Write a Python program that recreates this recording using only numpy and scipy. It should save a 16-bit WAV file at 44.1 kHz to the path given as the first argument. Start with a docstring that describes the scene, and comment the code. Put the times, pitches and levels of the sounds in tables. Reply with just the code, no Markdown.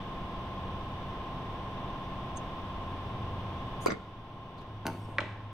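"""Steel square on a workbench

A machine hums in a small workshop, over moving air and a swelling low drone. A pen scratches and ticks
against a combination square's blade. The square rattles up off a plywood sheet, a sleeve rustles, and
the square touches down at the back of the bench, then drops flat with a clack. Knocks and tiny slips
ring the modes of steel and wood; loud knocks pull an automatic gain down, and it stays low."""
import sys
import numpy as np
from scipy import signal
from scipy.fft import rfft, irfft
from scipy.io import wavfile
from scipy.ndimage import uniform_filter1d

SR = 44100
rng = np.random.default_rng(int(sys.argv[2]) if len(sys.argv) > 2 else 0)


def master_out(mix):
    """Clip the mix to full scale and print it as 16-bit PCM to the path in sys.argv[1]."""
    frames = np.transpose(np.atleast_2d(mix))
    ceiling = np.clip(frames, -1, 1)
    pcm = np.round(ceiling * 32767).astype(np.int16)
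    wavfile.write(sys.argv[1], SR, pcm)


N = 243852
TIME = np.arange(N) / SR
BIN_HZ = np.arange(N // 2 + 1) * SR / N


def from_db(db):
    """Decibels to gain."""
    return 10 ** (np.asarray(db) / 20)


def rms_one(x):
    """Scale to rms 1."""
    return x / np.sqrt(np.mean(x ** 2) + 1e-20)


def at_hz(points, hz):
    """Read a curve on a log-frequency axis."""
    f, value = np.transpose(points)
    return np.interp(np.log(np.maximum(hz, 1)), np.log(f), value)


def drift(rate_hz):
    """Slow random modulation of rms 1."""
    return rms_one(irfft(rfft(rng.standard_normal(N)) / (1 + (BIN_HZ / rate_hz) ** 4), N))


def swell(start_s, attack_s, hold_s, release_s):
    """Rise to 1, hold, then die away."""
    age = TIME - start_s
    return np.clip(age / attack_s, 0, 1) * np.exp(-np.maximum(age - attack_s - hold_s, 0) / release_s)


def soften(x, hz):
    """Second-order low-pass."""
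    return signal.sosfilt(signal.butter(2, min(hz, SR * .45), fs=SR, output="sos"), x)


def resonate(x, hz, width):
    """One resonance with gain 1 at its peak."""
    r = np.exp(-np.pi * width / SR)
    feedback = [1, -2 * r * np.cos(2 * np.pi * hz / SR), r * r]
    return signal.lfilter(np.array([1, 0, -1]) * (1 - r * r) / 2, feedback, x + 1e-18)


def whistle(hz, width):
    """Noise sent twice through a resonance: an unsteady tone of rms 1."""
    return rms_one(resonate(resonate(rng.standard_normal(N), hz, width), hz, width))


def strike(contacts, modes, split_hz, uneven_db, grit, grit_t60, size=1024):
    """Each contact is a push plus gritty chatter; thump drives the low modes, snap the high ones."""
    pushes = []
    for s, thump_db, snap_db, hardness_hz in contacts:
        chatter = np.diff(rng.standard_normal(size + 1)) * from_db(-60 * np.arange(size) / SR / grit_t60)
        push = signal.unit_impulse(size) + grit * chatter / np.linalg.norm(chatter)
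        pushes.append((round(s * SR), thump_db, snap_db, soften(push, hardness_hz)))
    out = np.zeros(N)
    for k, (hz, width, level_db) in enumerate(modes):
        snap_share = 1 / (1 + (split_hz / hz) ** 4)
        force = np.zeros(N)
        for at, thump_db, snap_db, push in pushes:
            drive_db = (1.5 - snap_share) * thump_db + snap_share * snap_db
            force[at:at + size] += push * from_db(drive_db + uneven_db * rng.standard_normal())
        out += (-1) ** k * from_db(level_db) * resonate(force, hz, width)
    return out


def rub(envelope, modes, level_db, slips_per_s, patchy_db):
    """Tiny slips of one surface over another excite resonances, each catching in patches of its own."""
    slips = (rng.random(N) < slips_per_s / SR) * rng.standard_normal(N)
    rings = sum((-1) ** k * from_db(db) * resonate(slips * from_db(patchy_db * drift(25)), hz, width)
                for k, (hz, width, db) in enumerate(modes))
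    return envelope * from_db(level_db) * rms_one(rings)


# stereo width of diffuse sound: (frequency [Hz], side minus mid [dB])
STEREO_WIDTH = [(30, -26), (100, -37), (200, -26.5), (380, -12.5), (700, -14.5), (1290, -7.5), (2380, 0.5),
                (4400, -0.5), (15000, -5)]
def spread(mid, hz, wider_db=0):
    """Left and right spectra: equally loud, in step in the bass, apart in phase in the treble."""
    side = 1j * mid * rng.standard_normal(len(hz)) * from_db(at_hz(STEREO_WIDTH, hz) + wider_db)
    return mid + side * np.array([[1], [-1]])


# the hum's strong lines: (order [multiple of the turning rate], level [dB])
STRONG_ORDERS = [(8, -54), (11, -51), (14, -57), (15, -59), (16, -61), (18, -58), (20, -60), (21, -61),
                 (22, -61), (24, -62), (28, -62), (29, -61), (34, -62), (35, -61), (38, -58), (39, -58),
                 (43, -61), (52, -60), (53, -59), (56, -63), (58, -62), (59, -51.5), (60, -64), (61, -48),
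                 (62, -55), (63, -64), (68, -65)]
# contour of the weaker lines: (frequency [Hz], level [dB])
WEAK_ORDER_CONTOUR = [(50, -61), (150, -64.5), (370, -68), (760, -65), (1090, -70.5), (1460, -79.5),
                      (2130, -87.5), (3050, -83), (3860, -96), (5000, -110)]
def machine(turn_hz=17.411, speed_wander=.00036, whine_hz=2945, size=16384, count=280):
    """The same rattle comes round on every turn, giving a comb of lines and a thin whine."""
    orders = np.arange(count)
    hz = orders * turn_hz
    level_db = at_hz(WEAK_ORDER_CONTOUR, hz) + 3.5 * rng.standard_normal(count)
    for order, db in STRONG_ORDERS:
        level_db[round(order)] = db
    # it runs without a knock: of 100 random phasings, take the smoothest over the turn
    phasings = from_db(level_db) * (orders > 0) * np.exp(2j * np.pi * rng.random((100, count)))
    envelopes = np.abs(np.fft.ifft(phasings * (hz > 500), size))
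    lines = phasings[np.argmin(envelopes.std(axis=1))]
    one_turn = irfft(spread(lines, hz), size) * size / np.sqrt(2)
    turns = np.cumsum(turn_hz * (1 + speed_wander * drift(1.34))) / SR
    rattle = np.array([np.interp(turns % 1 * size, np.arange(size), c) for c in one_turn])
    whine = np.sqrt(2) * from_db(-72 + 3 * drift(1)) * np.sin(2 * np.pi * whine_hz / turn_hz * turns)
    return (rattle + whine) * from_db(.7 * drift(2.45))


# resonances of the housing: (frequency [Hz], width [Hz], level [dB])
HOUSING_MODES = [(1058, 84, -60), (1665, 110, -68), (3560, 130, -70), (5890, 70, -84)]
def housing_flutter():
    """Turbulence whistles faintly in the machine's housing."""
    rings = sum(from_db(db) * whistle(hz, width) for hz, width, db in HOUSING_MODES)
    return irfft(spread(rfft(rings), BIN_HZ), N)


# room tone: (frequency [Hz], noise density [dB])
AIR_SPECTRUM = [(12, -64), (28, -63), (48, -67.5), (105, -63), (200, -71), (300, -76.5), (800, -81.5),
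                (1080, -79.5), (1400, -86.5), (2400, -91), (3450, -88.5), (4200, -101), (5900, -107),
                (6900, -118), (8300, -115), (10000, -121.5), (13500, -119), (15500, -119.5)]
def air():
    """Smooth rush of moving air over the room's rumble."""
    noise = spread(rfft(rng.standard_normal(N)), BIN_HZ)
    return irfft(noise * from_db(at_hz(AIR_SPECTRUM, BIN_HZ)), N) * np.sqrt(SR / 2)


# swells of the drone: (start [s], hold [s], pitch [Hz], level [dB])
DRONE_TONES = [(0.343, 0.23, 86, -48.5), (2.486, 0.18, 87.14, -43.5), (2.946, 1, 110.3, -47),
               (4.593, 0.97, 102.6, -36)]
def drone(waver_hz=1.35, waver_db=2, creep_hz_per_s=1.8, attack_s=.22, release_s=.97):
    """Low tones swell one after another; each wavers and creeps upward."""
    out = np.zeros(N)
    for start_s, hold_s, start_hz, level_db in DRONE_TONES:
        hz = start_hz + creep_hz_per_s * (TIME - start_s) + waver_hz * drift(5.4)
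        gain = swell(start_s, attack_s, hold_s, release_s) * from_db(level_db + waver_db * drift(6.5))
        out += np.sqrt(2) * gain * np.sin(2 * np.pi * np.cumsum(hz) / SR)
    return out


# the pen's tick: (time [s], thump [dB], snap [dB], hardness [Hz])
PEN_HIT = [(2.3708, -8.5, 1.3, 8450)]
# the blade's bright ring: (frequency [Hz], width [Hz], level [dB])
BLADE_MODES = [(3400, 900, -13), (5000, 1200, -21), (6400, 65, 4.5), (7745, 90, 1.5), (7900, 200, -12),
               (8600, 200, -8)]
def pen():
    """A pen scratches along the steel blade and ticks against it."""
    tick = strike(PEN_HIT, BLADE_MODES, split_hz=2000, uneven_db=6, grit=.61, grit_t60=.015)
    stroke = swell(2.35, .014, .008, .004)
    return tick + rub(stroke, BLADE_MODES, level_db=-62.5, slips_per_s=920, patchy_db=3)


# clatter of the lift: (time [s], thump [dB], snap [dB], hardness [Hz])
LIFT_HITS = [(3.8598, -13, 3.5, 16000), (3.8640, -21, -7.5, 12000), (3.8705, -14, 1.5, 16000),
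             (3.8830, 0.5, -11, 2200), (3.8912, 2, -11, 1800), (3.8960, -7, -7, 4500),
             (3.9035, -4, -4, 4500), (3.9095, -6, -5, 5000), (3.9195, -1, -5.5, 3800),
             (3.9285, -2.5, -13, 900), (3.9390, -10, -5, 2800), (3.9700, -9, -18, 1200)]
# sliding steel, then the square on plywood: (frequency [Hz], width [Hz], level [dB])
STEEL_SLIDE_MODES = [(4650, 150, -6), (6350, 120, 0), (7060, 50, 2), (7910, 60, -6), (9050, 40, 9),
                     (11000, 250, -10), (12100, 250, -10), (13100, 80, -7)]
LIFT_MODES = [(174, 24, 20.5), (288, 114, 13), (452, 18, 23), (584, 86, 7), (940, 56, 7), (1120, 110, 1),
              (1415, 38, 14), (2060, 280, 9.5), (2205, 200, 5.5), (3000, 400, -14), (3800, 330, -5),
              (4640, 540, -4.5), (6250, 380, -5), (7600, 1100, -10.5), (9600, 500, -21), (12100, 1200, -36),
              (13150, 500, -19), (14600, 300, -22)]
def lift():
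    """The square slides off the plywood and rattles as it rises."""
    clatter = strike(LIFT_HITS, LIFT_MODES, split_hz=760, uneven_db=4, grit=1.36, grit_t60=.027)
    stroke = swell(3.803, .014, .022, .012)
    return clatter + rub(stroke, STEEL_SLIDE_MODES, level_db=-56, slips_per_s=1400, patchy_db=-1.5)


# clear blade tones: (start [s], attack [s], hold [s], release [s], level [dB], pitch [Hz])
BLADE_TONES = [(3.860, .001, .026, .002, -47, 4725), (3.872, .002, .018, .012, -42, 1425)]
def blade_ring():
    """The freed blade sings until the fingers stop it."""
    return sum(swell(*shape) * from_db(db) * np.sqrt(2) * np.sin(2 * np.pi * hz * TIME)
               for *shape, db, hz in BLADE_TONES)


# the bump on the sheet: (time [s], thump [dB], snap [dB], hardness [Hz])
SHEET_HIT = [(3.8612, 0, 0.0053, 1800)]
# the sheet's woody body: (frequency [Hz], width [Hz], level [dB])
SHEET_MODES = [(430, 110, 20), (1220, 150, 12.5)]
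def sheet_knock():
    """The square's stock bumps the plywood as it tips."""
    return strike(SHEET_HIT, SHEET_MODES, split_hz=840, uneven_db=0, grit=.1, grit_t60=.01)


# rasp of the cloth: (frequency [Hz], width [Hz], level [dB])
CLOTH_BANDS = [(3200, 780, -2.4), (4150, 470, 0.42)]
def sleeve():
    """A sleeve rustles as the arm reaches back."""
    stroke = swell(4.575, .018, .005, .028)
    return rub(stroke, CLOTH_BANDS, level_db=-55.5, slips_per_s=5300, patchy_db=6)


# first contacts with the bench: (time [s], thump [dB], snap [dB], hardness [Hz])
TOUCH_HITS = [(4.8540, 4.5, -4, 2000), (4.8580, -12, -2, 9000), (4.8665, 3.5, 7.5, 16000),
              (4.8785, -3, 5, 2300), (4.9470, -2, -16, 900), (5.0860, -1.5, -20, 600)]
# the square standing on its edge: (frequency [Hz], width [Hz], level [dB])
EDGE_MODES = [(166.5, 25, 14), (275, 33, 14.5), (355, 60, 10.5), (570, 280, 4.5), (917, 42, 13),
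              (1090, 94, 2), (1470, 230, 2.5), (2160, 260, -2), (2620, 310, -2), (4560, 450, -9),
              (6150, 350, -8.5), (8600, 1000, -18), (9800, 300, -13), (11000, 500, -17), (12600, 800, -16),
              (15100, 300, -21)]
def touch_down(rattle_start_s=4.88, first_gap_s=.0062, loss_db_per_s=150, softening=.49):
    """The square lands on edge; its loose blade rattles, each contact weaker and softer."""
    rattle = []
    for k in range(5):
        age = first_gap_s * (2 ** k - 1)   # each gap doubles
        loss_db = loss_db_per_s * age
        rattle.append((rattle_start_s + age, 4 - loss_db, -10.5 - loss_db, 12000 * softening ** k))
    return strike(TOUCH_HITS + rattle, EDGE_MODES, split_hz=1750, uneven_db=.5, grit=.86, grit_t60=.016)


# hiss of steel on the bench: (frequency [Hz], width [Hz], level [dB])
BRUSH_BANDS = [(5800, 1500, -5), (8650, 1400, 2), (12200, 900, -4)]
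def brush():
    """The square brushes lightly over the bench."""
    return rub(swell(4.91, .04, .13, .1), BRUSH_BANDS, level_db=-68, slips_per_s=1800, patchy_db=1)


# thin squeaks: (start [s], hold [s], pitch [Hz], level [dB])
STEEL_SQUEAKS = [(4.935, .035, 12300, -75), (4.955, .045, 14560, -72), (4.995, 0.041, 5420, -69),
                 (5.005, .035, 8320, -70), (5.115, .003, 8820, -66)]
def squeaks(attack_s=.015, release_s=.012):
    """Where the dragged steel catches, one of its resonances sings for a moment."""
    return sum(swell(start_s, attack_s, hold_s, release_s) * from_db(db) * whistle(hz, width=170)
               for start_s, hold_s, hz, db in STEEL_SQUEAKS)


# dull body of the scuff: (frequency [Hz], width [Hz], level [dB])
WOOD_SCUFF_MODES = [(280, 70, 2), (600, 180, -3), (900, 100, -6), (2600, 600, -15)]
def scuff():
    """The stock scuffs over the wood before it drops."""
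    stroke = swell(5.083, .006, .06, .015)
    return soften(rub(stroke, WOOD_SCUFF_MODES, level_db=-43, slips_per_s=2500, patchy_db=1), hz=2600)


# the drop and its bounces: (time [s], thump [dB], snap [dB], hardness [Hz])
DROP_HITS = [(5.1843, -5, 15.5, 2100), (5.1878, 0.5, 1.5, 2000), (5.1915, 2.5, -6, 2000),
             (5.2150, 3.5, -24, 1200), (5.2370, 0, -24, 900), (5.2615, 3, -30, 350)]
# the square lying flat: (frequency [Hz], width [Hz], level [dB])
FLAT_MODES = [(185, 40, 6), (275, 63, 7.5), (357, 59, 11), (603, 43, 17), (890, 45, 10), (1290, 70, 22),
              (1520, 70, 15.5), (1940, 340, 16), (2120, 120, -6), (2300, 160, 9.5), (2950, 120, -10),
              (3380, 600, 0.5), (4100, 260, -12), (5240, 130, -13), (6400, 1400, -23), (8700, 740, -12)]
def clack():
    """The square drops flat on the bench and settles."""
    return strike(DROP_HITS, FLAT_MODES, split_hz=1200, uneven_db=1, grit=.5, grit_t60=.011)


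# the blade's landing: (time [s], thump [dB], snap [dB], hardness [Hz])
SLAP_HIT = [(5.2048, 0, 0.005, 10000)]
# the blade against the bench: (frequency [Hz], width [Hz], level [dB])
SLAP_MODES = [(880, 68, 14), (1035, 55, -3), (1610, 63, 8.5), (2680, 670, 3.5), (4040, 380, 0.5),
              (5160, 380, -10), (8690, 960, -14.5)]
def blade_slap():
    """The blade slaps down just after the stock."""
    return strike(SLAP_HIT, SLAP_MODES, split_hz=1200, uneven_db=-2.5, grit=.7, grit_t60=.0087)


# the workshop's reverb: (frequency [Hz], decay time to -60 dB [s])
ROOM_DECAY = [(150, 1), (600, 0.99), (2000, 0.66), (5000, 0.62), (9000, 0.48), (15000, 0.33)]
def workshop(x, near_db, room_db, near_t60, near_width, right_lead_s=.00003):
    """Direct sound, quick scatter off bench and body, and a diffuse tail that dies sooner in the treble."""
    t = TIME[:SR * 3 // 4]
    hz = np.fft.rfftfreq(len(t), 1 / SR)
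    mid, side = rng.standard_normal((2, len(t))) * from_db(-60 * t / near_t60) * (t > .0007)
    # small surfaces return little bass
    mid = signal.sosfilt(signal.butter(2, 600, "high", fs=SR, output="sos"), mid)
    near = rms_one(mid + near_width * side * np.array([[1], [-1]]))
    diffuse = spread(rfft(rng.standard_normal(len(t))), hz, wider_db=-3)
    edges = np.geomspace(60, 18000, 11)
    tail = 0
    for low, high in zip(edges, edges[1:]):
        band = irfft(diffuse * (hz >= low) * (hz < high), len(t))
        tail = tail + band * from_db(-60 * t / at_hz(ROOM_DECAY, np.sqrt(low * high)))
    tail = rms_one(tail * np.clip(t / .0028 - .5, 0, 1))   # the walls answer after a few ms
    response = from_db(near_db) * near + from_db(room_db) * tail
    direct = x + right_lead_s * SR / 2 * np.gradient(x) * np.array([[-1], [1]])
    return direct + signal.fftconvolve(x[None], response, axes=1)[:, :N] / np.sqrt(len(t))


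def scene():
    """Handling close by, then at the back of the bench, over a bed of hum and air."""
    bed = machine() + housing_flutter() + air() + drone()
    close = workshop(pen(), near_db=0, room_db=-21, near_t60=.04, near_width=1.2)
    close += workshop(lift() + sleeve(), near_db=2, room_db=-13.5, near_t60=.065, near_width=1.4)
    close += blade_ring()
    close += workshop(sheet_knock(), near_db=4, room_db=-19, near_t60=.035, near_width=1)
    landing = touch_down() + brush() + squeaks() + scuff()
    far = workshop(landing, near_db=-3.5, room_db=-8.5, near_t60=.025, near_width=.19)
    far += workshop(clack(), near_db=-11, room_db=-11, near_t60=.03, near_width=.9)
    far += workshop(blade_slap(), near_db=-1, room_db=-3, near_t60=.039, near_width=1.2)
    return bed + close + far


def gain_control(x, threshold_db=-41, depth_db=8, attack_s=.07, recovery_db_per_s=1.1):
    """A sharp knock turns the gain down; it creeps back only slowly."""
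    treble = signal.sosfilt(signal.butter(2, 1500, "high", fs=SR, output="sos"), x.mean(axis=0))
    level_db = 10 * np.log10(np.abs(uniform_filter1d(treble ** 2, size=256)) + 1e-12)
    cut_db = np.clip(2 * (level_db - threshold_db), 0, depth_db)
    held_db = np.maximum.accumulate(cut_db + recovery_db_per_s * TIME) - recovery_db_per_s * TIME
    r = np.exp(-1 / (attack_s * SR))
    return x * from_db(-signal.lfilter([1 - r], [1, -r], held_db))


def record(dry):
    """A 4 ms fade-in, gain control, then a steep cut above 15.9 kHz."""
    faded = dry * np.sin(np.pi / 2 * np.minimum(TIME / .004, 1))
    return signal.sosfilt(signal.ellip(10, .2, 80, 15900, fs=SR, output="sos"), gain_control(faded))


dry = scene()
out = record(dry)
master_out(out)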